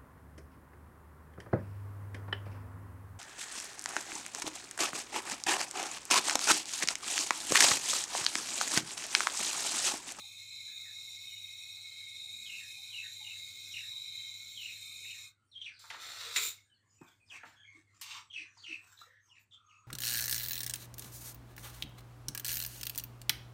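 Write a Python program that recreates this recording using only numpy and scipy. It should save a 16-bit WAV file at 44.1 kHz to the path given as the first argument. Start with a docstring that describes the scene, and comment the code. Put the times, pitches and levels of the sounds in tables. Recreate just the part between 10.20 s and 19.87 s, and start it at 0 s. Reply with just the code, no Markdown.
"""A walled yard, one microphone close to a gas cylinder, birds squawking and whistling farther off.
Gas hisses through a ringing hose into a balloon, over a low hum. After five seconds the flow
stops; gas leaks at the stretched neck, then bursts out as the neck comes off the hose. Clothes rustle,
the balloon is bumped about, and one more puff escapes. The handling and the birds go on to the end."""
import sys
import numpy as np
from scipy import signal
from scipy.fft import rfft, irfft, next_fast_len
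from scipy.io import wavfile
from scipy.ndimage import uniform_filter1d, map_coordinates

SR = 44100
rng = np.random.default_rng(int(sys.argv[2]) if len(sys.argv) > 2 else 0)


def master(y):
    """Save y as 16-bit WAV."""
    cut = np.clip(np.atleast_2d(y).T, -1, 1)
    pcm = np.round(cut * 32767)  # scale
    wavfile.write(sys.argv[1], SR, pcm.astype(np.int16))


N = 426447
TIME = np.arange(N) / SR
FREQS = np.fft.rfftfreq(N, 1 / SR)
# resonances of hose and nozzle: centre_hz, width_hz, relative_db
HOSE_MODES = [(2170.6, 64, -8.5), (2246, 80, -13), (2492, 160, -12.5), (2480, 51, -17), (3144, 90, -19.5),
              (3640, 150, -13.5), (3719, 34, -1), (3834, 240, -4.5), (3971, 92, -4), (4116, 98, -12),
              (4385, 340, -20), (5148, 150, -17), (5627, 131, -16), (6285, 240, -20), (6740, 300, -18.5),
              (6850, 110, -18), (7094, 126, -14), (7470, 350, -19), (7800, 1500, -28), (8590, 344, -22),
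              (9700, 43, -30.5), (9870, 210, -29), (10790, 120, -29.5), (11100, 120, -24.5),
              (11570, 160, -30), (12900, 88, -21.5), (13030, 420, -37.5), (14620, 450, -25),
              (14800, 413, -29.5)]


def filling():
    """Close up, the jet rings the hose, with narrow steady tones in its hiss; turbulence flutters it."""
    # the flow builds as the valve opens further, then is shut off: time_s, level_db
    flow = [(0, -49), (1.9, -49), (2.3, -47.5), (3.3, -47), (5.04, -47.5), (5.09, -54.5), (5.13, -74)]
    jet_colour = [(25, -24), (60, -31), (150, 6.5), (300, 2), (700, -2.5), (1400, -0.5), (2000, -9),
                  (4000, -8), (5900, -5), (8000, -8.5), (9200, -21), (10300, -1), (11200, 5.5), (13800, -4),
                  (15500, -1)]  # broad hiss: frequency_hz, relative_db
    ringing_tones = [(2180, -58), (2455, -63.5), (2751, -75), (2810, -91), (2853, -105), (3015, -78),
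                     (3575, -78), (3628, -64), (3714, -51.5), (3871, -54), (4081, -54), (5141, -68.5),
                     (5631, -69), (6202, -71), (7138, -59), (7488, -78)]  # narrow steady tones in the hiss: centre_hz, relative_db
    nozzle_whistle = [(0, -72), (1.6, -77.5), (2.5, -68), (3.6, -76), (5.05, -103)]  # time_s, level_db
    jet = noise(resonances(HOSE_MODES)) + amp(-21.5) * coloured_noise(jet_colour)
    jet = patchy(jet, depth_db=2.87, band_hz=110, hold_s=0.28)
    ringing = noise(resonances([(hz, 22, db) for hz, db in ringing_tones]))  # each 22 Hz wide
    flutter = amp(0.65 * wander(hz=27) + 0.2 * wander(hz=242) + 0.24 * wander(hz=3.6))
    whistle = level(nozzle_whistle) * noise(resonances([(10820, 320, 0)]))
    hiss = hand_wobble(yard(jet, wet_db=-6) + amp(-9) * ringing)
    return flutter * (level(flow) * hiss + whistle)


def hand_wobble(x, share=0.000987):
    """The resonances drift up and down as hose and balloon move in the hand."""
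    drift = np.cumsum(share * wander(hz=5))
    return map_coordinates(x, [np.arange(N) + drift], order=5, mode="mirror")


def neck_leak():
    """Gas seeps past the stretched neck and rings it; then the gap widens."""
    pushes = [(5.588, 0.011, 0.1, -57, 1.5), (5.7, .03, 0.044, -50, -5.5), (5.78, .04, 0.18, -45.5, -1.5),
              (5.98, .03, 0.11, -44.5, -1.5), (6.11, .05, 0.089, -39, 1.5)]  # start_s, rise_s, hold_s, level_db, tilt_db_per_octave
    colour = [(100, -38.5), (300, -29), (460, -17), (650, -19.5), (1400, -11), (1900, -9), (2400, -9.5),
              (3100, -11.5), (3650, 3.5), (4700, -8), (7200, -10), (9200, -20.5), (15000, -20)]  # frequency_hz, relative_db
    neck_modes = [(1360, 220, -13), (2160, 84, -11), (2470, 61, -9), (3632, 59, -4), (3830, 18, 1),
                  (4590, 66, -17), (5130, 75, -14.5), (5440, 65, -12), (5940, 51, -10), (7400, 26, -13.5),
                  (7100, 110, -13.5), (7350, 150, -12), (8370, 130, -12.5), (10350, 150, -21.5),
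                  (10600, 110, -21.5), (12500, 49, -29), (14600, 200, -26), (15300, 170, -22.5)]  # centre_hz, width_hz, relative_db
    return escape(pushes, colour, neck_modes, ring_db=-5.5, flutter_db=1, fade_db_per_s=200)


def burst():
    """Gas bursts out as the neck comes off the hose."""
    pushes = [(6.16, 0.0026, 0.023, -32.5, -4), (6.19, .03, 0.065, -35, 2.5)]  # start_s, rise_s, hold_s, level_db, tilt_db_per_octave
    colour = [(100, -53.5), (350, -24.5), (700, -29.5), (1400, -12.5), (2450, -0.5), (3150, -12.5),
              (3900, -4.5), (4800, -11), (6200, -13), (7150, 5.5), (9200, -16), (11000, -15), (15000, -7)]  # frequency_hz, relative_db
    return escape(pushes, colour, HOSE_MODES, ring_db=-9, flutter_db=2.1, fade_db_per_s=379.5)


def last_puff():
    """One more puff rings the hose: a sharp start, then two pushes."""
    pushes = [(7.812, 0.0028, .008, -48.5, 0), (7.815, .01, 0.1, -52, 1), (7.885, 0.029, 0.07, -48.5, -2)]  # start_s, rise_s, hold_s, level_db, tilt_db_per_octave
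    colour = [(100, -31), (720, -23), (1130, 5), (1700, -9.5), (2300, 2), (3700, -4), (5200, -5),
              (7200, -7), (8800, -10), (9600, -28), (12500, -21), (15000, -21)]  # frequency_hz, relative_db
    return escape(pushes, colour, HOSE_MODES, ring_db=-8, flutter_db=1, fade_db_per_s=316)


def escape(pushes, colour, modes, ring_db, flutter_db, fade_db_per_s):
    """Escaping gas: a broad jet, each push with its own brightness, and some ring of the opening."""
    power = np.array([surge(*row[:4], fade_db_per_s) ** 2 for row in pushes]) + 1e-20
    tilt = np.transpose(pushes)[4] @ power / power.sum(0)  # the loudest push leads
    jet = patchy(coloured_noise(colour), depth_db=3, band_hz=170, hold_s=0.21)
    jet += amp(ring_db) * noise(resonances(modes))
    hz, t, spectra = signal.stft(jet, SR, nperseg=256)
    gain = amp(np.log2((hz[:, None] + 500) / 4000) * np.interp(t, TIME, tilt))
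    gain /= np.sqrt(np.mean(abs(spectra) ** 2, 1) @ gain ** 2)  # tilting keeps the power
    jet = unit(signal.istft(spectra * gain, SR, nperseg=256)[1][:N])
    return jet * np.sqrt(power.sum(0)) * amp(flutter_db * wander(hz=193.3))


def surge(start_s, rise_s, hold_s, db, fade_db_per_s):
    """Gain of one push of gas: it rises, holds, and dies as the pressure is spent."""
    fading_s = np.maximum(TIME - start_s - rise_s - hold_s, 0)
    return np.clip((TIME - start_s) / rise_s, 0, 1) * amp(db - fade_db_per_s * fading_s)


def handling():
    """Near the microphone, rubber and hose snap and knock, the balloon is bumped, clothes rub."""
    knocks = [(5.593, -54, 7000, 0.41, 0.024), (5.64, -54.5, 1230, 0.53, 0.17),
              (5.702, -39, 1750, 1.04, 0.099), (5.743, -41, 1350, 0.72, 0.058),
              (6.1615, -22, 3060, 0.85, 0.028), (6.814, -58.5, 970, 0.55, 0.25),
              (6.815, -55.5, 187, 0.44, 0.15), (7.13, -71, 577, 0.13, .15), (7.233, -44, 1210, 0.66, 0.075),
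              (7.235, -59, 600, 0.23, 0.074), (7.236, -64, 190, 0.51, 0.19),
              (7.255, -56.5, 1350, 1.08, 0.37), (7.813, -41.5, 5570, 1.6, 0.12),
              (7.9095, -39, 2800, 0.78, 0.011), (8.37, -67, 1000, 0.33, 0.18),
              (8.376, -56, 6300, 0.26, 0.018), (8.815, -52, 1290, 0.099, .12),
              (8.865, -69, 524, 0.095, 0.24)]  # start_s, level_db, centre_hz, spread_octaves, t60_s
    bumps = [(6.03, 0.093, -62.5, 463), (6.18, 0.13, -62, 458), (6.255, 0.036, -66, 332),
             (6.81, 0.017, -51.5, 347), (7.235, 0.074, -71.5, 297), (7.54, 0.074, -65, 313),
             (8.17, 0.089, -67, 320), (8.483, 0.063, -56.5, 321)]  # start_s, length_s, level_db, pitch_hz
    return play(knocks, knock) + play(bumps, bump) + rustle()


def knock(db, centre_hz, octaves, t60_s):
    """A sudden crack of noise in one band; a small, light thing radiates no bass."""
    t = TIME[:SR // 4]
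    hz = np.fft.rfftfreq(len(t), 1 / SR)
    band = np.exp(-.5 * (np.log2((hz + 1) / centre_hz) / octaves) ** 2)
    crack = unit(irfft(rfft(rng.standard_normal(len(t))) * band, len(t)))
    bass_cut = signal.butter(3, centre_hz / 3, "high", fs=SR, output="sos")
    return signal.sosfilt(bass_cut, crack * amp(db - 60 * t / t60_s))


def bump(length_s, db, hz):
    """The balloon's skin gives a brief hollow wobble under the hand."""
    size = int(length_s * SR)
    phase = 2 * np.pi * np.cumsum(hz * (1 + 0.072 * wander(73, size))) / SR
    skin = np.sin(phase) * (1 + 0.53 * wander(68, size))
    return amp(db) * unit(skin) * np.sin(np.linspace(0, np.pi, size))


def rustle():
    """Grainy rubs of cloth and rubber swell and fade, with shifting resonances and a high fizz."""
    rubs = [(6.767, 0.12, -78.5, -96), (6.876, 0.17, -69, -81), (7.145, 0.088, -57, -80),
            (7.29, 0.12, -64.5, -80), (7.58, 0.1, -69.5, -102), (7.79, 0.14, -70, -100),
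            (8.41, 0.13, -67, -105), (8.566, .2, -69.5, -85), (8.77, 0.25, -65, -75.5),
            (9.07, 0.084, -75.5, -88), (9.217, .045, -79, -76), (9.34, 0.052, -74, -105),
            (9.535, 0.13, -83, -105)]  # middle_s, length_s, level_db, fizz_db
    colour = [(40, -30), (100, -15), (300, -3.5), (550, -12), (1100, 7.5), (2000, 2), (4000, -4),
              (5200, -2), (7600, 3), (9500, -13.5), (11200, -25), (12300, -25), (15000, -18.5)]  # frequency_hz, relative_db
    middle_s, length_s, db, fizz_db = np.transpose(rubs)
    swells = np.exp(-4.5 * ((TIME - middle_s[:, None]) / length_s[:, None]) ** 2)
    grain = amp(2 * wander(hz=300) + 2 * wander(hz=41.3))
    cloth = patchy(coloured_noise(colour), depth_db=5, band_hz=220, hold_s=.08)
    fizz = noise(peak(13800, width_hz=5600))
    return amp(db) @ swells * unit(cloth * grain) + amp(fizz_db) @ swells * unit(fizz * grain)


def squawks():
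    """Across the yard, calls drop from a clear, swelling lead-in through a harsh middle to a soft tail."""
    # start_s, length_s, level_db, first_hz, last_hz, rasp_share, lead_s, lead_gain_db, tail_gain_db
    calls = [ (0.641, 0.07, -60, 2063, 1745, 0.42, 0.018, -20, -30),
             (2.275, 0.13, -47, 2960, 2600, 0.41, .03, -4, -14),
             (2.725, 0.1, -44.5, 2980, 2553, .5, 0.027, -16, -12.5),
             (3.039, 0.098, -50, 2895, 2624, 0.56, .02, -18, -22),
             (3.533, 0.076, -44.5, 2950, 2530, 0.72, 0.024, -15, -17),
             (4.41, 0.12, -46.5, 2775, 2530, 0.85, .06, -2, -28),
             (4.84, .096, -50.5, 2500, 2575, 0.74, .02, -18, -14.5),
             (5.352, 0.027, -46.5, 3230, 3240, 0.15, 0.038, -12, -32),
             (5.408, 0.026, -46, 3115, 3400, 0.66, 0.018, -19, -22),
             (5.442, .055, -45.5, 3536, 2204, 0.8, 0.019, -21, -20.5),
             (7.1, 0.031, -50, 3300, 2550, 0.29, 0.015, -19, -23),
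             (7.13, 0.063, -51.5, 2680, 2197, 1, 0.022, -13, -10.5),
             (8.128, .026, -46.5, 3204, 2860, 0.73, 0.022, -21, -24),
             (8.152, 0.086, -43.5, 2603, 2460, 0.77, .02, -17, -23),
             (8.459, .1, -44, 2696, 2487, 0.815, 0.026, -7, -28),
             (9.145, 0.058, -63, 2546, 2345, 0.99, 0.052, -2, -28),
             (9.49, 0.09, -66.5, 2900, 2475, 0.69, .02, -12, -34)]
    mix = np.zeros(N)
    for start_s, length_s, db, first_hz, last_hz, rasp, lead_s, lead_db, tail_db in calls:
        lead = bird(lead_s, db + lead_db, first_hz * 1.36, first_hz * 1.04, rasp=0.18)
        add(mix, start_s - lead_s, lead * amp(np.linspace(-3.75, 3.75, len(lead))))
        add(mix, start_s, bird(length_s, db, first_hz, last_hz, rasp))
        tail = bird(0.0737, db + tail_db, last_hz * .8, last_hz * .69, rasp=0.64)
        add(mix, start_s + length_s - .01, tail)
    return mix


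def bird_notes(sag=.025):
    """Single short bird notes, some leading into a squawk; each sags a little in pitch."""
    notes = [(0, 0.025, -72.5, 1166, 0.07), (.03, 0.024, -69, 820, .3), (.475, 0.053, -67, 1696, 0.77),
             (1.07, .13, -66, 3000, 0.15), (2.04, 0.054, -77, 803, .3), (2.57, 0.05, -74, 811, 0),
             (3.0, 0.035, -64, 869, 0.33), (5.52, 0.12, -65, 4430, 1), (6.37, 0.033, -66.5, 2256, .44),
             (6.498, 0.061, -71, 3045, 0), (6.54, 0.038, -75, 4395, 0.12), (6.785, 0.11, -70.5, 2530, 0.05),
             (6.86, 0.085, -72.5, 3480, 0.4), (7.0, 0.043, -69, 2510, 0.13), (7.06, 0.049, -71, 5110, 0.44),
             (7.67, .053, -73, 2070, 0.4), (7.32, 0.13, -68, 1695, 0.4), (7.36, .12, -65.5, 3333, 0.17),
             (7.44, 0.14, -60, 2226, 0.25), (8.1, 0.018, -53.5, 3190, 0.34),
             (8.37, 0.087, -61.5, 4480, 0.58), (8.6, .084, -67, 2576, 0.19), (8.77, 0.057, -58, 3970, 0.5),
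             (8.83, .18, -67, 1845, 0.7), (9.06, 0.076, -75.5, 5600, .25), (9.31, 0.066, -59.5, 3485, 0.36),
             (9.34, 0.44, -70, 1244, 0.65)]  # start_s, length_s, level_db, pitch_hz, rasp_share
    rows = [(start_s, length_s, db, hz * (1 + sag), hz * (1 - sag), rasp)
            for start_s, length_s, db, hz, rasp in notes]
    return play(rows, bird)


def bird(length_s, db, first_hz, last_hz, rasp):
    """A whistle slides to its last pitch; rasp breaks it into uneven chirps with rough overtones."""
    throat = [(600, -30), (1100, -19.5), (1700, -15.5), (2300, -5), (3500, -5.5), (4400, -6), (5000, -18.5),
              (5800, -1), (6500, -13), (7200, -19.5), (8200, -8.5), (9200, -22.5), (10500, -50),
              (15000, -41)]  # overtone colour set by throat and beak: frequency_hz, gain_db
    chirps_per_s, drop, arch, jitter = 52, .32, .2, .06  # the last three are shares of the pitch
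    size = int(length_s * SR)
    progress, rasp = np.linspace(0, 1, size), np.clip(rasp, 0, 1)
    glide = (1 - np.exp(-2.2 * progress)) / (1 - np.exp(-2.2))
    chirp_rate = chirps_per_s * (1 + .3 * wander(60, size))
    cycle = (np.cumsum(chirp_rate) / SR + .2 * rng.random()) % 1
    bend = rasp * (drop * (.5 - cycle) - arch * (np.pi / 4 - np.sin(np.pi * cycle)))
    bend += rasp ** .7 * jitter * wander(350, size)
    pitch_hz = (first_hz + (last_hz - first_hz) * glide) * (1 + bend)
    phase = 2 * np.pi * np.cumsum(pitch_hz) / SR
    buzz = np.sin(2 * phase) + 0.24 * np.sin(3 * phase) + 1.3 * rng.standard_normal(size)
    overtones = irfft(rfft(buzz) * amp(read(throat, np.fft.rfftfreq(size, 1 / SR))), size)
    pulsing = (1 - rasp + rasp * 1.7 * np.sin(np.pi * cycle) ** 2) * amp(2.5 * wander(110, size))
    voice = unit(np.sin(phase) * pulsing + amp(-7) * rasp * overtones)
    return amp(db) * voice * abs(np.sin(np.pi * progress)) ** 0.28


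def far_birds(count):
    """Faint short notes in the distance, reaching the microphone mostly as echoes."""
    chatter = [(900, -78), (1600, -80), (3000, -89), (4500, -87), (6500, -74), (8000, -81.5),
               (10000, -87.5)]  # pitch_hz, loudest_db
    when, pitch, length, faintness, slide = rng.random((count, 5)).T
    hz = 1000 + 8300 * pitch ** 1.2
    db = read(chatter, hz) - 9 * faintness
    last_hz, rasp = hz * (1.02 - .08 * slide), 600 / hz
    rows = np.transpose([when * N / SR, .04 + .09 * length, db, hz, last_hz, rasp])
    return yard(play(rows, bird), wet_db=5.5)


def yard(x, wet_db):
    """Dense echoes from walls and roof, the treble dying first."""
    decay = [(100, 0.22), (1000, 0.28), (3000, 0.21), (8000, 0.19), (10500, 0.11), (15000, 0.077)]  # frequency_hz, t60_s
    size = SR // 2
    taps = rng.standard_normal(size) * (rng.random(size) < .08) * (TIME[:size] > .003)
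    hz, t, spectra = signal.stft(taps, SR, nperseg=256)
    tail = signal.istft(spectra * amp(-60 * t / read(decay, hz)[:, None]), SR, nperseg=256)[1]
    echoes = signal.oaconvolve(x, tail / np.linalg.norm(tail))[:N]
    wet = amp(wet_db)
    return (x + wet * echoes) / np.sqrt(1 + wet ** 2)


def background():
    """Quiet outdoor air and a low wavering hum, stronger while gas flows."""
    hum_curve = [(0, -68.5), (2.6, -69), (3.4, -66.5), (5.05, -67.5), (5.15, -77), (6.25, -66), (6.48, -78),
                 (7.25, -72), (9.66, -75.5)]  # time_s, relative_db
    air_colour = [(30, -11.5), (70, -1.5), (110, 11), (160, 1), (250, 3), (600, -9), (2000, -10.5),
                  (4000, -20), (4450, -9), (5200, -21.5), (8000, -10.5), (9800, -20), (11000, -25),
                  (15000, -31)]  # frequency_hz, relative_db
    hum = np.sin(2 * np.pi * 100.1 * TIME + .15 * wander(hz=6))
    hum += .45 * noise(np.sqrt(peak(101, width_hz=48)))
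    waver = amp(-0.26 * wander(hz=7))
    air = amp(-83.5) * coloured_noise(air_colour) * amp(2.5 * wander(hz=2.7))
    return air + amp(-3) * level(hum_curve) * waver * unit(hum)


def amp(db):
    """Decibels to gain."""
    return 10 ** (np.asarray(db) / 20)


def unit(x):
    """Scales to rms 1."""
    return x / np.sqrt(np.mean(x ** 2) + 1e-30)


def read(points, hz):
    """A table's value along a log-frequency axis."""
    f, value = np.transpose(points)
    return np.interp(np.log(hz + 1), np.log(f + 1), value)


def level(curve):
    """Gain along a curve of dB; silent before it, fading quickly after it."""
    time_s, db = np.transpose(curve)
    return amp(np.interp(TIME, time_s, db, left=-200) - 400 * np.maximum(TIME - time_s[-1], 0))


def add(mix, start_s, sound):
    """Mixes a sound in at its start time."""
    part = mix[max(round(start_s * SR), 0):][:len(sound)]
    part += sound[:len(part)]


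def play(table, source):
    """Places one sound for each row."""
    mix = np.zeros(N)
    for start_s, *row in table:
        add(mix, start_s, source(*row))
    return mix


def noise(gain):
    """Noise of rms 1, shaped by a gain at each frequency."""
    return unit(irfft(rfft(rng.standard_normal(N)) * gain, N))


def coloured_noise(colour):
    """Noise of rms 1, shaped by a table of frequency_hz, relative_db."""
    return noise(amp(read(colour, FREQS)))


def wander(hz, size=N):
    """Smooth random motion of rms near 1, at up to about hz."""
    f = np.fft.rfftfreq(next_fast_len(size + SR // 4), 1 / SR)
    return unit(irfft(np.exp(2j * np.pi * rng.random(len(f)) - (f / hz) ** 2)))[:size]


def peak(hz, width_hz):
    """Power response of a steep-sided resonance."""
    return 1 / (1 + (2 * (FREQS - hz) / width_hz) ** 2) ** 2


def resonances(modes):
    """Gain at each frequency of a set of resonances."""
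    return np.sqrt(sum(amp(db) ** 2 * peak(hz, width_hz) for hz, width_hz, db in modes))


def patchy(x, depth_db, band_hz, hold_s):
    """Narrow bands swell and fade on their own, as a rubbed or fluttering surface changes shape."""
    hz, t, spectra = signal.stft(x, SR, nperseg=1024, noverlap=768)
    swells = rng.standard_normal(spectra.shape)
    for axis, span in enumerate([band_hz / hz[1], hold_s / t[1]]):
        for _ in range(2):
            swells = uniform_filter1d(swells, max(round(span), 1), axis)
    spectra *= amp(depth_db * unit(swells))
    return unit(signal.istft(spectra, SR, nperseg=1024, noverlap=768)[1][:N])


def scene():
    """Gas and handling close and fairly dry; the birds farther off, with more of the yard's echo."""
    gas = neck_leak() + burst() + last_puff()
    hands = handling()
    birds = yard(squawks() + bird_notes(), wet_db=-2) + far_birds(count=280)
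    close = filling() + yard(gas, wet_db=-11) + yard(hands, wet_db=-9)
    return (close + birds + background())[None]


def record(dry):
    """One microphone into a recorder that cuts off the highest treble."""
    edge_hz = 15550
    low_pass = signal.firwin(511, edge_hz, window=("kaiser", 9), fs=SR)
    return signal.oaconvolve(np.ravel(dry), low_pass, "same")[None]


dry = scene()
out = record(dry)
master(out)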